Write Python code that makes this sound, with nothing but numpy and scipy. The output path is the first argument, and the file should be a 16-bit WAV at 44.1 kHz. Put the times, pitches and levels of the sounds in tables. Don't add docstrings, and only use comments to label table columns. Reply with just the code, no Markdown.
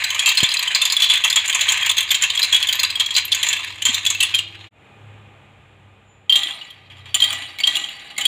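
import sys
import numpy as np
from scipy import signal
from scipy.fft import rfft, irfft
from scipy.io import wavfile
from scipy.ndimage import uniform_filter1d, minimum_filter1d

SR = 44100
rng = np.random.default_rng(int(sys.argv[2]) if len(sys.argv) > 2 else 0)


def inscribe(sig):
    pcm = np.round(np.clip(np.atleast_2d(sig).T, -1, 1) * 32767)
    wavfile.write(sys.argv[1], SR, pcm.astype(np.int16))


N = 364694
CUT_S = 4.7
BODY_HZ, TREBLE_HZ, AIR_HZ = 2300, 5500, 9000

# t/s, relative level/dB, pitch of the hollow piece struck f/Hz, hardness as treble level/dB
KNOCKS = [(0.0385, -15, 4050, 3), (0.103, -16, 3050, -3), (0.1452, -22.5, 2980, 5.5),
          (0.178, -33.5, 3200, 3), (0.192, -4, 3310, -12.5), (0.222, -15.5, 2460, -31),
          (0.2587, 2, 3190, -2), (0.2773, -19.5, 3150, -4.5), (0.289, -12, 4060, 0),
          (0.313, -16.5, 3180, -4), (0.348, -19, 3000, -3), (0.3711, -0.5, 4150, -5),
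          (0.385, -23.5, 4070, -3), (0.403, -7, 3280, -12), (0.43, -8.5, 3220, 3.5),
          (0.4413, -1, 3450, -31.5), (0.459, -19, 3620, -9), (0.488, -14, 4060, -11),
          (0.5047, -23, 4180, -5.5), (0.516, -14, 4100, -8.5), (0.539, -14.5, 2550, -2.5),
          (0.568, -11.5, 4100, -19), (0.593, -18.5, 4150, -7.5), (0.6252, -19, 3910, 5),
          (0.675, -10.5, 3096, -13.5), (0.721, -32.5, 3070, -13), (0.747, -0.5, 4204, -3),
          (0.815, -4, 3563, -6), (0.8513, -9, 3480, -2), (0.874, -21, 3550, -13), (0.8995, -11, 4120, -6.5),
          (0.921, -9, 4250, -3), (0.965, -6.5, 3420, -12), (0.988, -13.5, 3340, -23), (1, -10, 3440, -8.5),
          (1.0193, 2.5, 3400, -8), (1.04, -11.5, 3420, -8.5), (1.09, -20, 3330, 0), (1.098, 2, 3460, -9),
          (1.115, -12, 3420, -16.5), (1.135, -10.5, 3370, -1), (1.153, -9, 3310, -15),
          (1.172, -14.5, 3470, -10.5), (1.238, -11.5, 3460, -1), (1.243, -6, 3310, 1),
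          (1.276, -9.5, 3320, -14), (1.2996, -11, 4200, -1), (1.3262, -8.5, 3470, -9),
          (1.3578, -14, 3300, 9), (1.3678, 1, 3390, -27.5), (1.3864, -12.5, 3400, -18.5),
          (1.455, -26, 3320, 6.5), (1.4777, -23, 2820, 7), (1.4962, -11, 3340, -1), (1.527, -18, 3600, -2),
          (1.5456, -17.5, 2660, 10), (1.5912, -18.5, 3230, -10), (1.6083, -8.5, 3320, -0.5),
          (1.6865, -4, 3186, -6.5), (1.702, -17, 3170, -2), (1.72, -12, 3360, 2), (1.771, -21.5, 3300, 4),
          (1.809, -23, 3210, -0.5), (1.826, -12, 3230, -14), (1.8594, -18.5, 2870, 6),
          (1.893, -4.5, 3490, -4.5), (1.9115, -11, 3280, -9.5), (1.967, -17, 3500, -1.5),
          (1.98, -5.5, 3320, -8), (2.005, -12.5, 3500, -8), (2.027, -18.5, 3200, -7),
          (2.089, -25, 3600, -7), (2.105, -8.5, 3500, -4), (2.113, -9, 3270, -4.5), (2.1444, -5, 3210, -5),
          (2.211, -20.5, 3000, -10), (2.221, -12, 3110, 3), (2.2352, -6.5, 3150, -0.5),
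          (2.2998, -13.5, 3035, -6.5), (2.35, -19, 3270, -2), (2.373, -9, 3330, -15.5),
          (2.3915, -14, 3700, 2.5), (2.418, -9.5, 4080, -27), (2.428, -6, 4100, -3),
          (2.443, -13.5, 4060, -2), (2.5253, -4, 3310, -4.5), (2.5444, 2.5, 3340, -14),
          (2.561, -11.5, 3330, -4.5), (2.6, -28.5, 3220, 6), (2.6263, -8.5, 3270, -11.5),
          (2.6696, -15, 3480, -6.5), (2.686, -8.5, 3100, -7), (2.7254, -10.5, 3940, -0.5),
          (2.752, -21.5, 3180, -6.5), (2.7931, -11, 4180, -4), (2.831, -9.5, 3420, 2),
          (2.8462, -10.5, 4020, -22), (2.901, -15.5, 4130, -7.5), (2.9536, -11.5, 3280, -16),
          (2.9972, -11.5, 3300, 0), (3.0044, -4, 3320, -19), (3.06, -14, 3280, -7.5),
          (3.1055, -13.5, 3300, -13.5), (3.139, -25.5, 3300, -0.5), (3.149, -10, 4080, -14),
          (3.1629, -4.5, 4100, 0), (3.1786, -11, 4100, -4.5), (3.195, -30, 2460, 0.5),
          (3.25, -23, 3150, -1.5), (3.278, -22.5, 2700, -9), (3.3174, -8.5, 3540, -11),
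          (3.3234, -3, 3330, -21), (3.346, -20.5, 3450, 6), (3.429, -9.5, 3270, 0.5),
          (3.465, -14.5, 3470, -13), (3.4854, -19, 3430, 6), (3.529, -13.5, 2620, 1),
          (3.572, -24.5, 3490, -15), (3.6435, -23.5, 2640, -11), (3.82, -16, 2950, -4),
          (3.852, -1, 3184, -1), (3.8821, -10.5, 3214, -21), (3.9434, -12, 3560, 0.5),
          (4.0483, -17, 2600, 0.5), (4.063, -5.5, 3440, -9), (4.1, -16.5, 3470, 6),
          (4.148, -13.5, 2655, -17.5), (4.203, -4, 3110, -5), (4.226, -4.5, 2860, -3),
          (4.25, -13.5, 3310, -21), (4.339, -10, 2480, -24), (4.3446, -4.5, 3165, -9.5),
          (4.386, -10, 2864, -4.5), (6.2946, -1.5, 3186, -23), (6.323, 1, 3225, -26),
          (6.355, 0, 3200, -14.5), (6.39, -28, 3110, -4), (6.432, -13.5, 3330, -20),
          (6.47, -15.5, 3180, -28), (6.505, -19, 3360, -27), (6.612, -27, 2945, -31),
          (6.702, -33.5, 3210, -12.5), (7.143, -5.5, 3094, -9.5), (7.202, -12, 3180, -13),
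          (7.22, -2, 3174, -18.5), (7.2387, -8.5, 3256, -13.5), (7.303, -28, 3150, 2),
          (7.325, -28.5, 2940, 7), (7.586, -23, 2230, -9), (7.6015, -21, 2280, -6),
          (7.635, -3.5, 3160, -35), (7.671, -4, 3230, -12), (7.7525, -11.5, 3320, -16),
          (7.766, -15, 2880, -13), (7.8384, -17, 3190, -21), (7.886, -24.5, 2910, -21),
          (8.163, -30.5, 2120, -16), (8.1786, -20, 2160, 0.5), (8.2095, -17, 3050, -8.5),
          (8.2523, -5, 3290, -18)]


def from_db(db):
    return 10 ** (np.asarray(db) / 20)


def rms_one(x):
    return x / np.sqrt(np.mean(x ** 2) + 1e-20)


def in_time(rows):
    s, values = np.transpose(rows)
    return np.interp(np.arange(N) / SR, s, values)


def at_hz(points, hz):
    point_hz, values = np.transpose(points)
    return np.interp(np.log(hz), np.log(point_hz), values)


def coloured(spectrum, low_hz=20, high_hz=20000):
    hz = np.arange(1, N // 2 + 2) * SR / N
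    edges = 1 / np.sqrt((1 + (low_hz / hz) ** 12) * (1 + (hz / high_hz) ** 12))
    white = rfft(rng.standard_normal(N))
    return rms_one(irfft(white * from_db(at_hz(spectrum, hz)) * edges, N))


def resonance(x, hz, width_hz):
    r = np.exp(-np.pi * width_hz / SR)
    zeros = np.array([1, 0, -1]) * (1 - r * r) / 2
    poles = [1, -2 * r * np.cos(2 * np.pi * hz / SR), r * r]
    return signal.lfilter(zeros, poles, x)


def swell(clicks, rise_s, t60_s):
    fall = from_db(-60 / (t60_s * SR))
    rise = np.exp(-1 / (rise_s * SR))
    return signal.lfilter([1 - rise], np.convolve([1, -fall], [1, -rise]), clicks + 1e-18)


def drift(rate_hz):
    r = np.exp(-2 * np.pi * rate_hz / SR)
    wander = signal.lfilter([1], [1, -2 * r, r * r], rng.standard_normal(N + SR))
    return rms_one(wander[SR:])


def clicks_at(s, db):
    out = np.zeros(N)
    at = np.clip(np.round(np.asarray(s) * SR).astype(int), 0, N - 1)
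    np.add.at(out, at, from_db(db))
    return out


def rolling():
    # t/s, relative level/dB
    stream = [(0, -24.5), (0.9, -26.5), (1.4, -28), (1.7, -21.5), (2.07, -29.5), (2.5, -25), (2.7, -25.5),
              (3.28, -34), (3.5, -19), (3.62, -27.5), (3.8, -34.5), (3.9, -21.5), (4.15, -29),
              (4.32, -28.5), (4.45, -39), (4.66, -41)]
    early = np.arange(N) < CUT_S * SR
    level_db = np.where(early, in_time(stream), funnel_rattle())
    body_db = np.where(early, -10 + 0.98 * level_db, -24 + 0.76 * level_db)
    treble_db = -9 + 1.56 * level_db
    air_db = 4 + 2.7 * level_db
    tap_rate_hz = 220
    tap_db = 3.0 * np.minimum(rng.exponential(1, N), 2)
    taps = (rng.random(N) < tap_rate_hz / SR) * from_db(tap_db)
    seams = swell(taps, 0.00015, 0.03)
    shake = np.where(early, rms_one(seams + 1.2), rms_one(seams + 2.5))
    sharp = rms_one(seams ** 1.3 + .05)
    return (from_db(body_db) * shake, from_db(level_db - 15.5) * shake,
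            from_db(treble_db) * shake, from_db(air_db) * sharp)


def engine():
    # t/s, f/Hz
    hum_hz = [(0, 93.5), (2.3, 87.7), (3.5, 93.8), (4.69, 100.9), (4.71, 104.7), (7.6, 90.45), (8.27, 91.7)]
    # t/s, relative level/dB
    hum_swell = [(0, -60), (0.3, -71.5), (1.9, -62.5), (2.5, -63), (2.7, -63), (3.3, -61), (4.65, -54),
                 (4.85, -68), (5.08, -51), (5.4, -66), (5.85, -60), (6.6, -76), (6.95, -56), (7.4, -58),
                 (7.8, -89)]
    # multiple of the firing cycle, relative level/dB
    early_lines = [(5, 0), (4, -13), (6, -11), (16, -9), (17, -13)]
    late_lines = [(3, 0), (4, -8), (6, -19)]
    approach_db_per_s = 0.25
    turns = np.cumsum(in_time(hum_hz) + 0.8 * drift(1.5)) / SR
    early = np.arange(N) < CUT_S * SR
    strongest_db = in_time(hum_swell) + 3 + 2.2 * drift(4.0)
    far_db = approach_db_per_s * np.maximum(CUT_S - np.arange(N) / SR, 0)
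    out = 0
    for lines, part in ((early_lines, early), (late_lines, ~early)):
        for k, (multiple, db) in enumerate(lines):
            weaker_db = 0.39 * strongest_db - 33.5 + db + 3.0 * drift(0.91) - multiple * far_db
            level_db = strongest_db if k == 0 else weaker_db
            out = out + part * from_db(level_db) * np.sin(2 * np.pi * turns * multiple / lines[0][0])
    return out


def room_hiss():
    # f/Hz, relative density level/dB
    hiss_colour = [(30, -33.5), (60, -5), (150, -7), (264, -12), (406, -11.5), (805, -13.5), (1210, -17.5),
                   (1980, -17.5), (2450, -15), (3600, -23), (4860, -43.5), (6000, -45.5), (7270, -32.5),
                   (8300, -42.5), (16000, -57)]
    # t/s, level/dB before the narrow bands and recording gain
    hiss_level = [(0, -63.5), (3.5, -59), (5.1, -57.5), (6.2, -64), (8.27, -61)]
    # f/Hz, level/dB of the added band
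    hiss_peaks = [(800, 2), (1210, 4), (2470, 2.6)]
    hiss = coloured(hiss_colour)
    peaks = sum(from_db(db) * resonance(hiss, hz, width_hz=28) for hz, db in hiss_peaks)
    return from_db(in_time(hiss_level)) * (hiss + peaks)


def knocks():
    s, db, hz, treble_db = np.transpose(KNOCKS)
    body = swell(clicks_at(s, db + 1.2 * treble_db - 11.5), 0.0061, 0.062)
    middle = swell(clicks_at(s, db + 0.44 * treble_db - 6.5), 0.0012, 0.034)
    treble = swell(clicks_at(s, db + treble_db - 9.0), 0.0027, 0.034)
    air = swell(clicks_at(s, db + 0.68 * treble_db - 9.0), 0.0028, 0.021)
    paddle_hz, partner_ratio, partner_db = 3850, 1.165, -11
    high = (hz > paddle_hz) & (s < CUT_S)
    partners = hollows(s[high], db[high] + partner_db, partner_ratio * hz[high], width_hz=180)
    rings = hollows(s, db - 7.0, hz, width_hz=78) + partners
    chatter = rms_one(from_db(4 * drift(680)))
    return body, chatter * middle, chatter * treble, chatter * air, rings


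def hollows(s, db, hz, width_hz):
    out = np.zeros(N + SR)
    t = np.arange(round(.08 * SR)) / SR
    shape = np.exp(-t / 0.003) * (1 - np.exp(-t / 0.0015))
    chatter = rng.standard_normal((len(s), len(t))) * shape
    for k, at in enumerate(np.round(s * SR).astype(int)):
        ring = resonance(resonance(chatter[k], hz[k], width_hz), hz[k], 430)
        out[at:at + len(t)] += from_db(db[k]) * ring / np.abs(ring).max()
    return out[:N]


def patchy(x, low_hz, high_hz, count, patchy_db):
    edges = np.geomspace(low_hz, high_hz, count + 1)
    out = 0
    for pair in zip(edges, edges[1:]):
        band = signal.sosfilt(signal.butter(2, pair, "band", fs=SR, output="sos"), x)
        out = out + from_db(patchy_db * drift(20)) * band
    return rms_one(out)


def contact(body, middle, treble, air):
    # f/Hz, relative density level/dB
    crack_colour = [(240, -72), (400, -45.5), (719, -33.5), (949, -20), (1220, -22), (2050, -17.5),
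                    (2970, 4), (3370, 10.5), (3810, 3.5), (4180, 3), (5270, -33), (7280, -8.5),
                    (8760, -31.5), (15000, -42), (16000, -26)]
    thins_s, thins_db_per_s = 2.0, 2
    t = np.arange(N) / SR
    body = body * from_db(-thins_db_per_s * np.maximum(t - thins_s, 0) * (t < CUT_S))
    low = coloured(crack_colour, 440, BODY_HZ)
    mid = coloured(crack_colour, BODY_HZ, TREBLE_HZ)
    high = coloured(crack_colour, TREBLE_HZ, AIR_HZ)
    top = coloured(crack_colour, AIR_HZ)
    crack = (body * patchy(low, 291.5, BODY_HZ, count=4, patchy_db=1.5)
             + middle * patchy(mid, BODY_HZ, TREBLE_HZ, count=4, patchy_db=1.8)
             + treble * patchy(high, TREBLE_HZ, AIR_HZ, count=3, patchy_db=2.5)
             + air * patchy(top, AIR_HZ, 15900, count=4, patchy_db=4.0))
    shake = rng.standard_normal(N)
    return crack + track(from_db(20.0) * body * shake, from_db(13.5) * middle * shake,
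                         from_db(18.5) * treble * shake, from_db(5.0) * air * shake)


def track(body, middle, treble, air):
    # f/Hz, width/Hz (at least 28 Hz is used), relative level/dB
    wheel_modes = [(1020, 500, -27.5), (2675, 61, -3), (3596, 37, -1), (4100, 270, -9), (4720, 48, -11),
                   (6500, 96, -8.5), (6680, 150, -8), (7660, 180, -13.5), (10130, 85, -12.5),
                   (10600, 110, -16), (12700, 170, -13), (14700, 130, -13.5)]
    # f/Hz, width/Hz (at least 28 Hz is used), relative level/dB
    funnel_modes = [(286, 24, -18.5), (336, 26, -16), (705, 47, -12), (810, 25, -7.5), (1197, 94, -10.5),
                    (1951, 16, 0), (2803, 24, -3), (3764, 40, -1), (4050, 19, -22), (4540, 23, -2),
                    (7270, 530, -10.5), (8750, 330, -11.5), (14800, 900, -5)]
    leave_s, fade_db_per_s = 3.1, 0.5
    early = np.arange(N) < CUT_S * SR
    near = from_db(-fade_db_per_s * np.maximum(np.arange(N) / SR - leave_s, 0))
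    out = np.zeros(N)
    for modes, part in ((wheel_modes, early * near), (funnel_modes, ~early)):
        for hz, width_hz, db in modes:
            spread_db = 5.0 if hz > BODY_HZ else 2.5
            strike = from_db(db + spread_db * drift(20))
            drive = body if hz < BODY_HZ else middle if hz < TREBLE_HZ else treble if hz < AIR_HZ else air
            out += resonance(drive * part * strike, hz, max(width_hz, 28))
    return out


def singing(roll):
    out = np.zeros(N)
    rub = roll * rng.standard_normal(N)
    starts = [round(row[0] * SR) for row in KNOCKS] + [N]
    for row, a, b in zip(KNOCKS, starts, starts[1:]):
        drive = np.pad(rub[a:b], (0, 1000))[:N - a]
        out[a:a + len(drive)] += resonance(drive, row[2], 51)
    return from_db(22.5) * out


def bumps():
    # t/s, peak level/dB before recording gain, f/Hz, width of each resonance/Hz
    heavy_bumps = [(0.43, -20, 103.5, 173), (3.891, -35.5, 239, 71)]
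    out = np.zeros(N)
    for s, db, hz, width_hz in heavy_bumps:
        ring = resonance(resonance(clicks_at([s], [0]) + 1e-18, hz, width_hz), hz, width_hz)
        out -= from_db(db) * ring / np.abs(ring).max()
    return out


def pings():
    # t/s, peak level/dB before recording gain, f/Hz
    ping_rows = [(0.591, -29, 12780), (0.919, -28, 10130), (2.751, -31.5, 12400), (2.796, -28, 15100),
                 (3.25, -26, 12820), (3.323, -23, 6400), (4.343, -27.5, 10660), (7.145, -16, 7200),
                 (8.253, -22.5, 8750)]
    return hollows(*np.transpose(ping_rows), width_hz=120)


def whistle():
    peak_s, peak_db, rise_db_per_s, fall_db_per_s = 6.1, -71, 399.5, 118
    after = np.arange(N) / SR - peak_s
    level_db = peak_db + np.minimum(rise_db_per_s * after, -fall_db_per_s * after)
    pitch_hz = 7100 + 30 * drift(58.4)
    return from_db(level_db) * rms_one(np.sin(2 * np.pi * np.cumsum(pitch_hz) / SR))


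def funnel_rattle():
    # t/s, relative level/dB
    drops = [(6.302, -28.5), (7.194, -26), (7.642, -26.5), (8.19, -26.5)]
    # t/s, relative level/dB
    joints = [(6.9, -41), (6.968, -42), (7.056, -37), (7.945, -46), (7.993, -37), (8.047, -38.5),
              (8.101, -36)]
    hold_s, drop_fade_db_per_s, joint_fade_db_per_s = 0.16, 68.5, 150
    t = np.arange(N) / SR
    power = 1e-12
    for s, db in drops:
        rattle_db = db - drop_fade_db_per_s * np.maximum(t - s - hold_s, 0)
        power = power + (t > s) * from_db(2 * rattle_db)
    for s, db in joints:
        rumble_db = db - joint_fade_db_per_s * np.maximum(t - s, 0)
        power = power + (t > s) * from_db(2 * rumble_db)
    return 10 * np.log10(power)


def room(x):
    # f/Hz, t60/s
    room_t60 = [(800, 0.19), (3500, 0.38), (9000, 0.11), (15000, 0.14)]
    t = np.arange(SR) / SR
    edges = 300 * 2 ** np.arange(0, 6.1, .5)
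    tail = 0
    for low, high in zip(edges, edges[1:]):
        band_filter = signal.butter(2, [low, high], "band", fs=SR, output="sos")
        band = signal.sosfilt(band_filter, rng.standard_normal(SR))
        tail = tail + band * from_db(-60 * t / at_hz(room_t60, np.sqrt(low * high)))
    tail = tail * np.clip((t - .003) / 0.0017, 0, 1)
    tail = tail / np.sqrt(np.sum(tail ** 2))
    cut = round(CUT_S * SR)
    return np.concatenate([signal.fftconvolve(p, tail)[:len(p)] for p in (x[:cut], x[cut:])])


def limiter(x):
    limit, size = .88, round(.002 * SR)
    peak = -minimum_filter1d(-np.abs(x), size=2 * size) / limit + 1e-9
    return x * uniform_filter1d((1 + peak ** 4) ** -.25, size=size)


def scene():
    *hits, rings = knocks()
    rolls = rolling()
    clatter = contact(*(np.hypot(hit, roll) for hit, roll in zip(hits, rolls)))
    rings = rings + singing(rolls[1]) + pings()
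    echo = room(from_db(-12.0) * clatter + from_db(-14.5) * rings)
    background = engine() + room_hiss() + whistle()
    return (clatter + rings + echo + bumps() + background)[None]


def record(dry):
    fade_out_s, fade_out_length_s, fade_in_s, fade_in_time_s = 4.672, 0.021, 4.708, 0.081
    wheel_gain_db, funnel_gain_db = 7.5, 9.5
    t = np.arange(N) / SR
    fade_out = np.clip(1 - (t - fade_out_s) / fade_out_length_s, 0, 1) ** 2
    fade_in = 1 - np.exp(-np.maximum(t - fade_in_s, 0) / fade_in_time_s)
    x = limiter(dry * (from_db(wheel_gain_db) * fade_out + from_db(funnel_gain_db) * fade_in))
    x = signal.sosfilt(signal.ellip(8, .5, 24, 15520, fs=SR, output="sos"), x)
    return signal.sosfilt(signal.ellip(12, .5, 90, 16550, fs=SR, output="sos"), x)


dry = scene()
out = record(dry)
inscribe(out)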